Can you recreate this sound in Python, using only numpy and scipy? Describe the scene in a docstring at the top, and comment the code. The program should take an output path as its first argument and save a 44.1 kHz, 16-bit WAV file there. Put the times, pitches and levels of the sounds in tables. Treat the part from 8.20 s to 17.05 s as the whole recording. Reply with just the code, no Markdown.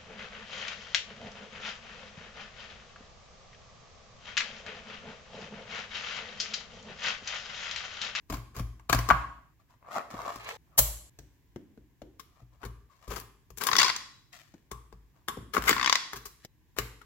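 """Sharp, crackling snaps come first: close by, in a bare room, slabs of small magnet balls pull shut
on plastic cards and on each other. A card is dragged out between two slabs, dull knocks and brief rubs
follow, and strips sliced off the block fall and bounce to rest. Each impact is a cascade of tiny
collisions, filtered by the resonances of the bodies struck; friction gives noise and stick-slip pulses.
The table top booms in its low modes under the heavier blows, and the room reverberates."""
import sys
import numpy as np
from scipy import signal
from scipy.fft import rfft, irfft, next_fast_len
from scipy.io import wavfile
from scipy.ndimage import uniform_filter1d, map_coordinates

SR = 44100
rng = np.random.default_rng(int(sys.argv[2]) if len(sys.argv) > 2 else 0)


def transcribe(signal):
    """Save signal, clipped to [-1, 1], as a 16-bit WAV file at the path in sys.argv[1]."""
    frames = np.atleast_2d(signal).T
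    limited = np.clip(frames, -1, 1)
    pcm = np.round(limited * 32767).astype(np.int16)
    wavfile.write(sys.argv[1], SR, pcm)


N = 390285
LEAD_S = .008  # the magnetic pull before each blow

# Levels in all tables are relative: each source adds its own gain.
# slabs snapping shut: t/s, cascade length/ms, level/dB, hardness/dB, thump on the table/dB
SNAPS = [(.1, 4.7, -36, -0.5, -33.5), (.125, 4.2, -39.5, 2.5, -32.5), (.138, 9.1, -35, -1.5, -45.5),
         (0.365, 4.1, -44, 3.5, -40), (.395, 3.87, -38, -1, -35), (.597, 2, -53.5, -7.5, -74),
         (.697, 3.1, -23.5, -1, -35), (0.7288, 3.25, -17.5, -1.5, -33.5), (0.7463, 3.26, -28, 1.5, -28),
         (.79, 1.54, -30.5, 0, -43.5), (.889, 3.4, -24, -5, -39.5), (.9028, 1.88, -12, -19.5, -42.5),
         (0.909, 1.41, -12, -17.5, -29.5), (1.912, 2.8, -46.5, -9, -57), (2.158, 3.3, -42.5, 0.5, -52.5),
         (2.58, 6, -34, 20.5, -36), (2.587, 6.74, -26, 18.5, -34), (3.996, 6.4, -44.5, 2.5, -73),
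         (4.432, 9.7, -41, -7, -47), (4.451, 16.6, -47, 5, -37.5), (4.879, 4.6, -51.5, 4.5, -42),
         (4.909, 11.4, -37.5, -2.5, -42.5), (4.961, 9.4, -39.5, 4, -57), (5, 0.91, -59, 17.5, -74.5),
         (5.305, 0.94, -58, 5.5, -52.5), (5.374, 12.1, -48.5, 13, -58.5), (5.411, 11.6, -31.5, 0, -60),
         (5.4377, 1.5, -38.5, 11, -61.5), (5.47, 3.8, -26.5, 5.5, -57), (6.516, 1.5, -41, 3, -43.5),
         (6.727, 0.89, -52, -7, -51), (7.085, 1.63, -28.5, 1, -51), (7.336, 15.5, -30.5, 0.5, -57),
         (7.368, 1.77, -19, -16, -42), (7.423, 0.87, -36.5, 1, -64), (7.44, 1, -37.5, 2, -64),
         (7.475, 16, -16, -4, -77), (7.4939, 1.3, -18, 2, -40), (7.933, 2.07, -34, -2, -51.5),
         (7.959, 15, -41, 5.5, -57), (8.055, 15, -44, 10, -58), (8.565, 17, -45, 2, -53),
         (8.5869, 1.91, -27.5, 4.5, -36), (8.816, 3, -49.5, -5.5, -82)]
# dull, low knocks; the one at 7.507 s trails a loud snap:
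# t/s, contact length/ms, level/dB, hardness/dB, thump on the table/dB
KNOCKS = [(1.94, 3.67, -37.5, -4, -48.5), (2.988, 6.5, -49, 12, -49.5), (3.361, 1.36, -36.5, -6.5, -60.5),
          (3.576, 1.4, -47, -11.5, -55), (3.818, 3.16, -42, -1.5, -50), (4.218, 7.7, -60.5, -4, -51.5),
          (6.34, 5.1, -47, -3, -75.5), (7.172, 3.6, -35, -7.5, -40.5), (7.379, 5.8, -28, 3.5, -41.5),
          (7.507, 9.4, -28, 7, -49), (8.249, 1.8, -47.5, 14.5, -77)]
# moments at which the ringing of room and table top stops short: t/s
RING_STOPS = [1.335, 2.37, 2.897, 4.692, 6.125, 8.26]
# spectral envelope of balls snapping together: f/Hz, level/dB
SNAP_SPECTRUM = [(60, -20.5), (160, 0.5), (400, -6), (850, -1), (1200, 0.5), (2500, -4), (4000, -8.5),
                 (7300, -7), (8700, -17), (10200, -12), (12500, -9.5), (15500, -11.5)]
# resonances of the block with the thin cards: f/Hz, width/Hz, gain/dB
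THIN_CARD_MODES = [(227, 84, 6.6), (416, 160, 22), (1120, 270, 13), (1636, 220, 4), (2135, 300, 2)]


def amp(db):
    """Amplitude ratio of a level in decibels."""
    return np.exp(np.asarray(db) * np.log(10) / 20)


def unit(x):
    """Normalisation to rms 1."""
    return x / np.sqrt(np.mean(x ** 2) + 1e-20)


def along(points, hz):
    """Interpolation of (f/Hz, value) points on a logarithmic frequency axis."""
    f, v = np.transpose(points)
    return np.interp(np.log(hz + 1), np.log(f + 1), v)


def resonances(modes, hz):
    """Resonance: each mode raises a bell-shaped peak in the gain/dB."""
    return sum(db / (1 + (2 * (hz - centre) / width) ** 2) for centre, width, db in modes)


def filtered(x, response):
    """Linear filtering: the spectrum of x times a frequency response."""
    n = x.shape[-1]
    m = next_fast_len(n + SR // 8)
    return irfft(rfft(x, m) * response(np.fft.rfftfreq(m, 1 / SR)), m)[..., :n]


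def causal(gain):
    """Minimum phase: the response with this gain that rings only after the blow."""
    cepstrum = irfft(np.log(np.maximum(gain, 1e-9)))
    half = len(cepstrum) // 2
    return np.exp(rfft(cepstrum * np.r_[1, np.full(half - 1, 2), 1, np.zeros(half - 1)]))


def wobble(rate):
    """Random modulation: a smooth curve through rate knots a second."""
    return map_coordinates(rng.standard_normal(int(N * rate / SR) + 4), [np.arange(N) * rate / SR])


def swell(start, end, rise_s, fall_s, fade_db):
    """Exponential growth and decay round a plateau: fade_db down rise_s before it and fall_s after."""
    t = np.arange(N) / SR
    away = np.maximum(np.maximum((start - t) / rise_s, (t - end) / fall_s), 0)
    return amp(-fade_db * np.minimum(away, 10))


def add(track, s, sound):
    """Superposition of a sound on the track at time s."""
    part = track[..., max(round(s * SR), 0):][..., :sound.shape[-1]]
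    part += sound[..., :part.shape[-1]]


def paired(x):
    """Spatial coherence: two independent signals become a left and a right that are alike in the bass."""
    coherence = [(100, 0.48), (300, 0.89), (700, 0.36), (1500, 0.37), (4000, -.05)]  # f/Hz, left-right correlation
    angle = lambda hz: np.arccos(np.clip(along(coherence, hz), -1, 1)) / 2
    mid, side = filtered(x, lambda hz: np.array([np.cos(angle(hz)), np.sin(angle(hz))]))
    return np.array([mid + side, mid - side])


def grit(catches, colour):
    """Random excitation: tiny contacts ring a body. Returns left, right and radiated sound at rms 1."""
    ticks = catches * rng.standard_normal((3, N))
    return unit(filtered(np.vstack([paired(ticks[:2]), ticks[2]]), colour))


def room_tone():
    """Ambient noise: a faint, nearly steady rumble and hiss."""
    spectrum = [(15, -32.5), (25, -8.5), (55, 3), (141, -1.5), (206, -13), (301, -10.5), (607, -28),
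                (1040, -20.5), (1290, -34), (1650, -23), (4370, -32.5), (7310, -32), (8830, -40),
                (14400, -29.5), (16000, -34)]  # f/Hz, spectral density/dB
    noise = filtered(paired(rng.standard_normal((2, N))), lambda hz: amp(along(spectrum, hz)))
    return unit(noise) * amp(-65.0 + 1.1 * wobble(2))


def reverberation(x):
    """Diffuse reflection: convolution with exponentially decaying noise, cut off at each ring stop."""
    decay_times = [(150, 0.8), (500, 0.54), (1200, 0.53), (3000, 0.55), (6500, 0.53), (9000, 0.62),
                   (15000, 0.26)]  # reverberation time: f/Hz, T60/s
    spectrum = [(100, -4.5), (500, -3.5), (1100, -2.5), (3000, -1.5), (7000, -4), (14000, 2)]  # colour of the reflections: f/Hz, gain/dB
    out = np.zeros((2, N))
    edges = [0, *(round(s * SR) for s in RING_STOPS), N]
    for a, b in zip(edges, edges[1:]):
        hz, t, noise = signal.stft(rng.standard_normal((2, SR)), SR, nperseg=256)
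        decay = amp(-60 * t / along(decay_times, hz)[:, None])
        build_up = 1 - np.exp(-t / 0.0029)
        tail = signal.istft(noise * decay * build_up, SR, nperseg=256)[1]
        tail = filtered(paired(tail / np.linalg.norm(tail[0])), lambda hz: amp(along(spectrum, hz)))
        out[:, a:b] = signal.fftconvolve(x[None, a:b], tail, axes=1)[:, :b - a]
    return out


def table_boom():
    """Free vibration of a plate: each snap or knock sets the table top's damped low modes ringing."""
    modes = [(53.5, 2.5, 0.56), (69, -7, 0.57), (116.8, 1, 0.43), (138, -5, .3), (174.4, -5, 0.19)]  # f/Hz, level/dB, T60/s
    out = np.zeros(N)
    for s, *_, thump_db in [*SNAPS, *KNOCKS]:
        stop = min([b for b in RING_STOPS if b > s] + [s + .7])
        t = np.arange(int((stop - s) * SR)) / SR
        chance = rng.standard_normal((len(modes), 2))
        boom = sum(amp(db + 2.8 * louder - 60 * t / t60) * np.sin(2 * np.pi * hz * (1 + .037 * detune) * t)
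                   for (hz, db, t60), (louder, detune) in zip(modes, chance))
        add(out, s, amp(thump_db - 1.6) * boom * (1 - np.exp(-t / 0.0034)))
    return out * amp([[1.1], [-1.1]])


def card_flexes():
    """Damped resonance: a thin card flexed against the block rings hollow in one blurred mode."""
    flexes = [(4.432, -48.5), (4.7, -63.5), (6.514, -46), (7.083, -41)]  # t/s, level/dB
    mode_hz, width_hz = 1107, 174
    strength = sum(amp(db) * swell(s, s, rise_s=0.012, fall_s=0.32, fade_db=61) for s, db in flexes)
    return strength * grit(1, lambda hz: 1 / (1 + (2 * (hz - mode_hz) / width_hz) ** 2))


def rub_envelopes():
    """Amplitude envelopes of rub and hiss: one long pull and several brief swells."""
    # the thick card is dragged out between two slabs: t/s, rub/dB, hiss/dB
    drag = [(1.6, -79, -96), (1.64, -56, -88), (1.736, -39, -50.5), (1.774, -29, -50.5), (1.878, -67, -93),
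            (1.908, -50, -54), (1.948, -43.5, -60.5), (2.086, -35, -53.5), (2.208, -58.5, -62.5),
            (2.306, -50, -51.5), (2.36, -71, -61), (2.37, -73, -83)]
    # brief rubs and hisses; at 6.13 s a clatter's fading tail starts abruptly:
    # peak t/s, rise/s, fall/s, rub/dB, hiss/dB
    brief_swells = [(1.406, .02, .03, -62.5, -73.5), (1.517, 0.048, 0.055, -57, -68.5),
                    (2.56, 0.13, .03, -60.5, -93), (4.209, 0.16, 0.047, -63, -73.5),
                    (4.336, 0.032, .08, -64.5, -77), (4.42, 0.025, .03, -52, -67),
                    (4.7, 0.0084, 0.32, -70.5, -73), (4.826, 0.017, 0.11, -56, -65.5),
                    (6.13, 0.0088, 0.22, -57.5, -55), (6.966, 0.034, 0.11, -64, -77.5),
                    (8.254, 0.11, 0.0054, -79, -62.5)]
    s, *levels_db = np.transpose(drag)
    pull = amp([np.interp(np.arange(N) / SR, s, db, left=-np.inf, right=-np.inf) for db in levels_db])
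    return pull + sum(amp([[rub_db], [hiss_db]]) * swell(peak, peak, rise_s, fall_s, fade_db=26)
                      for peak, rise_s, fall_s, rub_db, hiss_db in brief_swells)


def rub_and_hiss():
    """Sliding friction: the pulled card catches and rings the block; the same noise also swells briefly."""
    rub_spectrum = [(60, -32), (250, -3.5), (450, -7), (700, 1.5), (1150, -1.5), (1700, -10), (2600, -14.5),
                    (5000, -65.5), (16000, -71.5)]  # f/Hz, spectral density/dB
    hiss_spectrum = [(600, -25.5), (1800, 1), (2600, -4.5), (4200, -5.5), (6000, -7.5), (7500, -8),
                     (8800, -19.5), (13000, -14.5), (16000, -20.5)]  # f/Hz, spectral density/dB
    block_modes = [(279, 63, -1), (691, 62, 4), (1210, 600, 8), (1639, 220, -2)]  # the block with its card: f/Hz, width/Hz, gain/dB
    rubbing, hissing = rub_envelopes()
    catches = amp(1.8 * wobble(70) + 5.1 * wobble(900))
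    rub = grit(catches, lambda hz: amp(along(rub_spectrum, hz) + resonances(block_modes, hz)))
    hiss = grit(catches, lambda hz: amp(along(hiss_spectrum, hz)))
    scrape = rub * rubbing * amp(-2.5) + hiss * hissing * amp(3.0)
    # comb filtering: an echo with a wandering delay makes the colour drift
    i = np.arange(N)
    earlier = i - SR * (.0018 + 0.00015 * wobble(12))
    return scrape + .5 * np.array([np.interp(earlier, i, channel) for channel in scrape])


def card_rasp():
    """Stick-slip oscillation: uneven pulses ring the card and give the end of the pull a rough pitch."""
    slipping = [(2.2, 440, -47), (2.246, 440, -53), (2.267, 513, -41), (2.295, 440, -48.5),
                (2.313, 490, -36.5), (2.331, 320, -62), (2.361, 370, -63)]  # t/s, slip rate/Hz, level/dB
    spectrum = [(200, -30), (450, 5), (1000, 5), (1400, 7), (2400, -0.5), (3200, 3), (4200, 0.5),
                (5500, -30), (16000, -42)]  # f/Hz, level/dB
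    s, rate, level_db = np.transpose(slipping)
    t = np.arange(N) / SR
    cycles = np.cumsum(np.interp(t, s, rate) * (1 + 0.11 * wobble(300))) / SR
    slips = np.diff(np.floor(cycles), prepend=0) * amp(1.3 * wobble(440))
    # every slip scatters through card and balls for a few milliseconds
    scatter = rng.standard_normal((3, 512)) * amp(-60 * t[:512] / .012)
    rough = signal.oaconvolve(slips[None], scatter, axes=1)[:, :N]
    rasp = unit(filtered(rough, lambda hz: amp(along(spectrum, hz))))
    return rasp * amp(np.interp(t, s, level_db)) * (t > s[0]) * (t < s[-1])


def peels():
    """Shot noise: as a row unzips, ball after ball lets go with a tiny tick of random strength."""
    rows = [(0.105, 0.063, -47.5), (0.356, 0.035, -45), (4.897, 0.099, -44.5), (5.411, .17, -40),
            (7.348, 0.016, -34.5), (7.455, 0.027, -38.5)]  # t/s, duration/s, level/dB
    ticks_per_s = 1600
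    releases = (rng.random(N) < ticks_per_s / SR) * amp(2.2 * rng.standard_normal(N))
    strength = sum(amp(db - 0.5) * swell(s, s + length, rise_s=0.014, fall_s=.05, fade_db=22)
                   for s, length, db in rows)
    colour = lambda hz: amp(along(SNAP_SPECTRUM, hz) + 0.63 * resonances(THIN_CARD_MODES, hz))
    return strength * grit(releases, colour)


def band_levels(level_db, hardness_db, offsets_db, slopes):
    """Contact stiffness: the harder the blow, the more treble. Levels of knock, clack, click, sizzle."""
    return level_db + np.array(offsets_db) + hardness_db * np.array(slopes)


def contact(length_ms, levels_db, colour, t60, scatter, lead_db, size=4096):
    """Impulse response to a cascade of colliding balls: left, right and what radiates into the room."""
    bands = [(160, 800), (800, 2600), (2600, 8200), (8200, 16000)]  # knock, clack, click and sizzle: lower f/Hz, upper f/Hz
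    t, hz = np.arange(size) / SR, np.fft.rfftfreq(size, 1 / SR)
    # a few balls tick as they are pulled in, the first row strikes, the rest follow at random
    early = rng.random(12) ** 2 * LEAD_S
    late = rng.random(64) * length_ms / 1000
    sizes = np.r_[amp(lead_db - 20 * early / LEAD_S), np.full(len(late), .045 * length_ms)]
    sizes = sizes * rng.standard_normal(len(sizes)) * amp(5 * rng.standard_normal(len(sizes)) - 2)
    ticks = np.bincount(((LEAD_S + np.r_[-early, late]) * SR).astype(int), sizes, size)[:size]
    ticks[int(LEAD_S * SR)] += 1
    # cards, hands and table scatter each tick for some milliseconds
    paths = paired(rng.standard_normal((2, size)) * amp(-60 * t / t60))
    paths *= scatter / np.linalg.norm(paths[0])
    paths[0, 0] += 1  # the direct sound reaches the left first
    paths[1, 4] += .65
    paths[1, round(.00135 * SR)] += .45  # the right side hears a bounce off the card
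    sound = rfft(ticks) * rfft(paths)
    strength = np.mean(np.abs(sound) ** 2, axis=0)
    # each band is brought to its level, as an rms over 10 ms
    gain, centres = colour(hz), np.sqrt(np.prod(bands, axis=1))
    for _ in range(3):
        power = strength * gain ** 2 * 2 / size / (SR / 100)
        lift_db = [db - 10 * np.log10(power[(hz > lo) & (hz < hi)].sum())
                   for db, (lo, hi) in zip(levels_db, bands)]
        gain = gain * amp(along(list(zip(centres, lift_db)), hz))
    # summed over all directions, the ripples of the single paths even out
    smoothed = np.sqrt(np.abs(uniform_filter1d(strength, size=60)))
    radiated = np.exp(1j * np.angle(rfft(ticks))) * smoothed
    return irfft(np.vstack([sound, radiated]) * causal(gain))[:, :size // 2]


def dull_knocks():
    """Damped transients: short, dull knocks with most of their energy at low frequencies."""
    spectrum = [(50, -13.5), (150, 0), (330, 4.5), (600, -14), (1200, -26), (2500, -29), (7000, -22.5),
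                (9000, -37), (15500, -28)]  # f/Hz, level/dB
    offsets_db, slopes = [-0.5, -13.5, -15, -24.5], [0, .5, 1.1, 1.2]
    out = np.zeros((3, N))
    colour = lambda hz: amp(along(spectrum, hz))
    for s, length_ms, level_db, hardness_db, _ in KNOCKS:
        levels_db = band_levels(level_db, hardness_db, offsets_db, slopes)
        add(out, s - LEAD_S, contact(length_ms, levels_db, colour, t60=0.0381, scatter=1, lead_db=-41.5))
    return out * amp(-1.5)


def clatter_beats():
    """Periodic impacts: a strip lands row after row. Lists t/s, cascade/ms, level/dB, hardness/dB."""
    # start t/s, end t/s, cascade length/ms, level/dB, its slope/(dB/s), hardness/dB, its slope/(dB/s)
    clatters = [(5.597, 5.7, 8, -21.5, -45.5, 5, -47.5), (7.565, 7.668, 2.8, -29, 38, -11, 130)]
    period_s, spread_db = .016, 1
    return [(start + t, length_ms, db + growth * t - spread_db * rng.standard_normal(),
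             hardness_db + hardening * t)
            for start, end, length_ms, db, growth, hardness_db, hardening in clatters
            for t in np.arange(0, end - start, period_s)]


def strip_ring():
    """Modal decay: a struck strip rings thinly, reaching each side with its own strength and phase."""
    modes = [(3550, -13, 0.5), (3973, -7.5, 0.86), (4820, 1.5, 0.47), (5320, -1.5, 0.59),
             (6008, -8.5, 0.52), (7080, -7.5, 0.29)]  # f/Hz, level/dB, T60/s
    t = np.arange(int(.6 * SR)) / SR
    chance = rng.standard_normal((len(modes), 2, 2, 1))
    bend = 1 + .003 * rng.standard_normal()  # bending detunes the strip
    return sum(amp(db + 1.8 * louder - 60 * t / t60) * np.sin(2 * np.pi * (hz * bend * t + phase))
               for (hz, db, t60), (louder, phase) in zip(modes, chance))


def strip_drops():
    """Inelastic collisions: loose strips fall on the table, bounce, clatter and ring."""
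    landings = [(5.488, 3.1, -24.5, -8), (5.515, 3, -26.5, -5.5), (5.531, 5.1, -22.5, -1.5),
                (5.5544, 1.5, -25, -3), (5.566, 1.7, -30, 11), (5.584, 9, -19.5, 5.5), (5.631, 2, -24.5, 4),
                (5.763, 2.4, -39.5, 10), (7.507, 7.7, -25.5, 2.5), (7.529, 3.8, -23, -7),
                (7.675, 5, -22, -4.5), (7.697, 0.45, -22, 1.5), (7.7268, 0.34, -20, 2.5),
                (7.7555, 1.44, -22.5, 2.5)]  # t/s, cascade length/ms, level/dB, hardness/dB
    spectrum = [(60, -14.5), (250, -8.5), (700, -6.5), (1000, 2.5), (2200, 0), (3100, -0.5), (6500, 2),
                (8500, -9), (15500, -9)]  # f/Hz, level/dB
    modes = [(1085, 170, 9), (1500, 97, 3), (1948, 430, 7), (2770, 66, 2), (3395, 150, 9.2),
             (3840, 98, 3.8), (4537, 120, 9.3), (5040, 360, 5.8), (5920, 140, 6.3), (7000, 440, 3.9),
             (7240, 260, 6)]  # a strip on the table: f/Hz, width/Hz, gain/dB
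    offsets_db, slopes = [-18.5, 0, -1, -23.5], [0.36, 0, 0.89, 1.75]
    ring_db = -24  # relative to the click band
    out = np.zeros((3, N))
    colour = lambda hz: amp(along(spectrum, hz) + resonances(modes, hz))
    for s, length_ms, level_db, hardness_db in [*landings, *clatter_beats()]:
        levels_db = band_levels(level_db, hardness_db, offsets_db, slopes)
        add(out, s - LEAD_S, contact(length_ms, levels_db, colour, t60=.027, scatter=1, lead_db=-27.5))
        add(out[:2], s, amp(levels_db[2] + ring_db) * strip_ring())
    return out * amp(-2.14)


def snaps():
    """Magnetic attraction: slabs slam against a card or each other; a heavy push adds to the knock."""
    # resonances of the bodies struck: f/Hz, width/Hz, gain/dB
    thick_card_modes = [(264, 120, 7.5), (680, 87, 10), (1100, 260, 15), (1620, 200, 6.5), (1720, 190, -3),
                        (2870, 260, -0.5)]
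    bare_slab_modes = [(278, 90, -10.5), (606, 130, 9), (1097, 300, 4.5), (7335, 910, 2.5),
                       (9900, 2200, -3)]
    turned_modes = [(275, 140, 7), (436, 190, 17), (757, 220, 1), (1117, 360, 11), (1560, 89, 3),
                    (2100, 440, 7), (3700, 1400, 1.5)]  # the thin cards once the hands have changed over
    thick_out_s, thin_in_s, turn_s = 2.4, 2.95, 8.26
    offsets_db, slopes = [-0.5, -2, -7, -12], [0.079, 0, 0.86, 1.3]
    out = np.zeros((3, N))
    for s, length_ms, level_db, hardness_db, thump_db in SNAPS:
        modes = (thick_card_modes if s < thick_out_s else bare_slab_modes if s < thin_in_s
                 else THIN_CARD_MODES if s < turn_s else turned_modes)
        colour = lambda hz: amp(along(SNAP_SPECTRUM, hz) + resonances(modes, hz))
        levels_db = band_levels(level_db, hardness_db, offsets_db, slopes)
        levels_db[0] += .5 * (thump_db - level_db)  # the knock half follows the thump on the table
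        add(out, s - LEAD_S, contact(length_ms, levels_db, colour, t60=0.062, scatter=0.89, lead_db=-13))
    return out * amp(-0.46)


def scene():
    """Superposition: direct sound, placed by level difference, plus the room and the table top."""
    hand_position = [(.1, 0.5), (0.999, 3), (2.2, 0), (2.55, -0.5), (3.3, 4), (4.5, 5.5), (5.45, 9),
                     (5.6, 2.5), (6.501, 7), (7.448, 3.5), (7.65, 3.5), (8.198, -0.5), (8.55, 4)]  # t/s, left minus right/dB
    diffraction_hz = 450  # below this the sound bends round the hands, wherever they work
    impacts = snaps() + strip_drops() + dull_knocks()
    sources = impacts + card_flexes() + rub_and_hiss() + peels() + card_rasp()
    direct, radiated = sources[:2], sources[2]
    lean = amp(np.interp(np.arange(N) / SR, *np.transpose(hand_position)) / 2 + 1.13)
    bass = filtered(direct, lambda hz: 1 / (1 + (hz / diffraction_hz) ** 4))
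    near = (direct - bass) * np.array([lean, 1 / lean]) + bass.mean(axis=0) * amp([[1.5], [0]])
    return near + amp(-7) * reverberation(radiated) + table_boom() + room_tone()


def record(dry):
    """Band limiting: the microphone loses the deepest bass and the top treble; extreme peaks clip."""
    low_hz, top_hz = 34, 16000
    thinned = signal.sosfilt(signal.butter(2, low_hz, "highpass", fs=SR, output="sos"), dry)
    return np.clip(filtered(thinned, lambda hz: 1 / np.sqrt(1 + (hz / top_hz) ** 160)), -1.2, 1.2)


dry = scene()
out = record(dry)
transcribe(out)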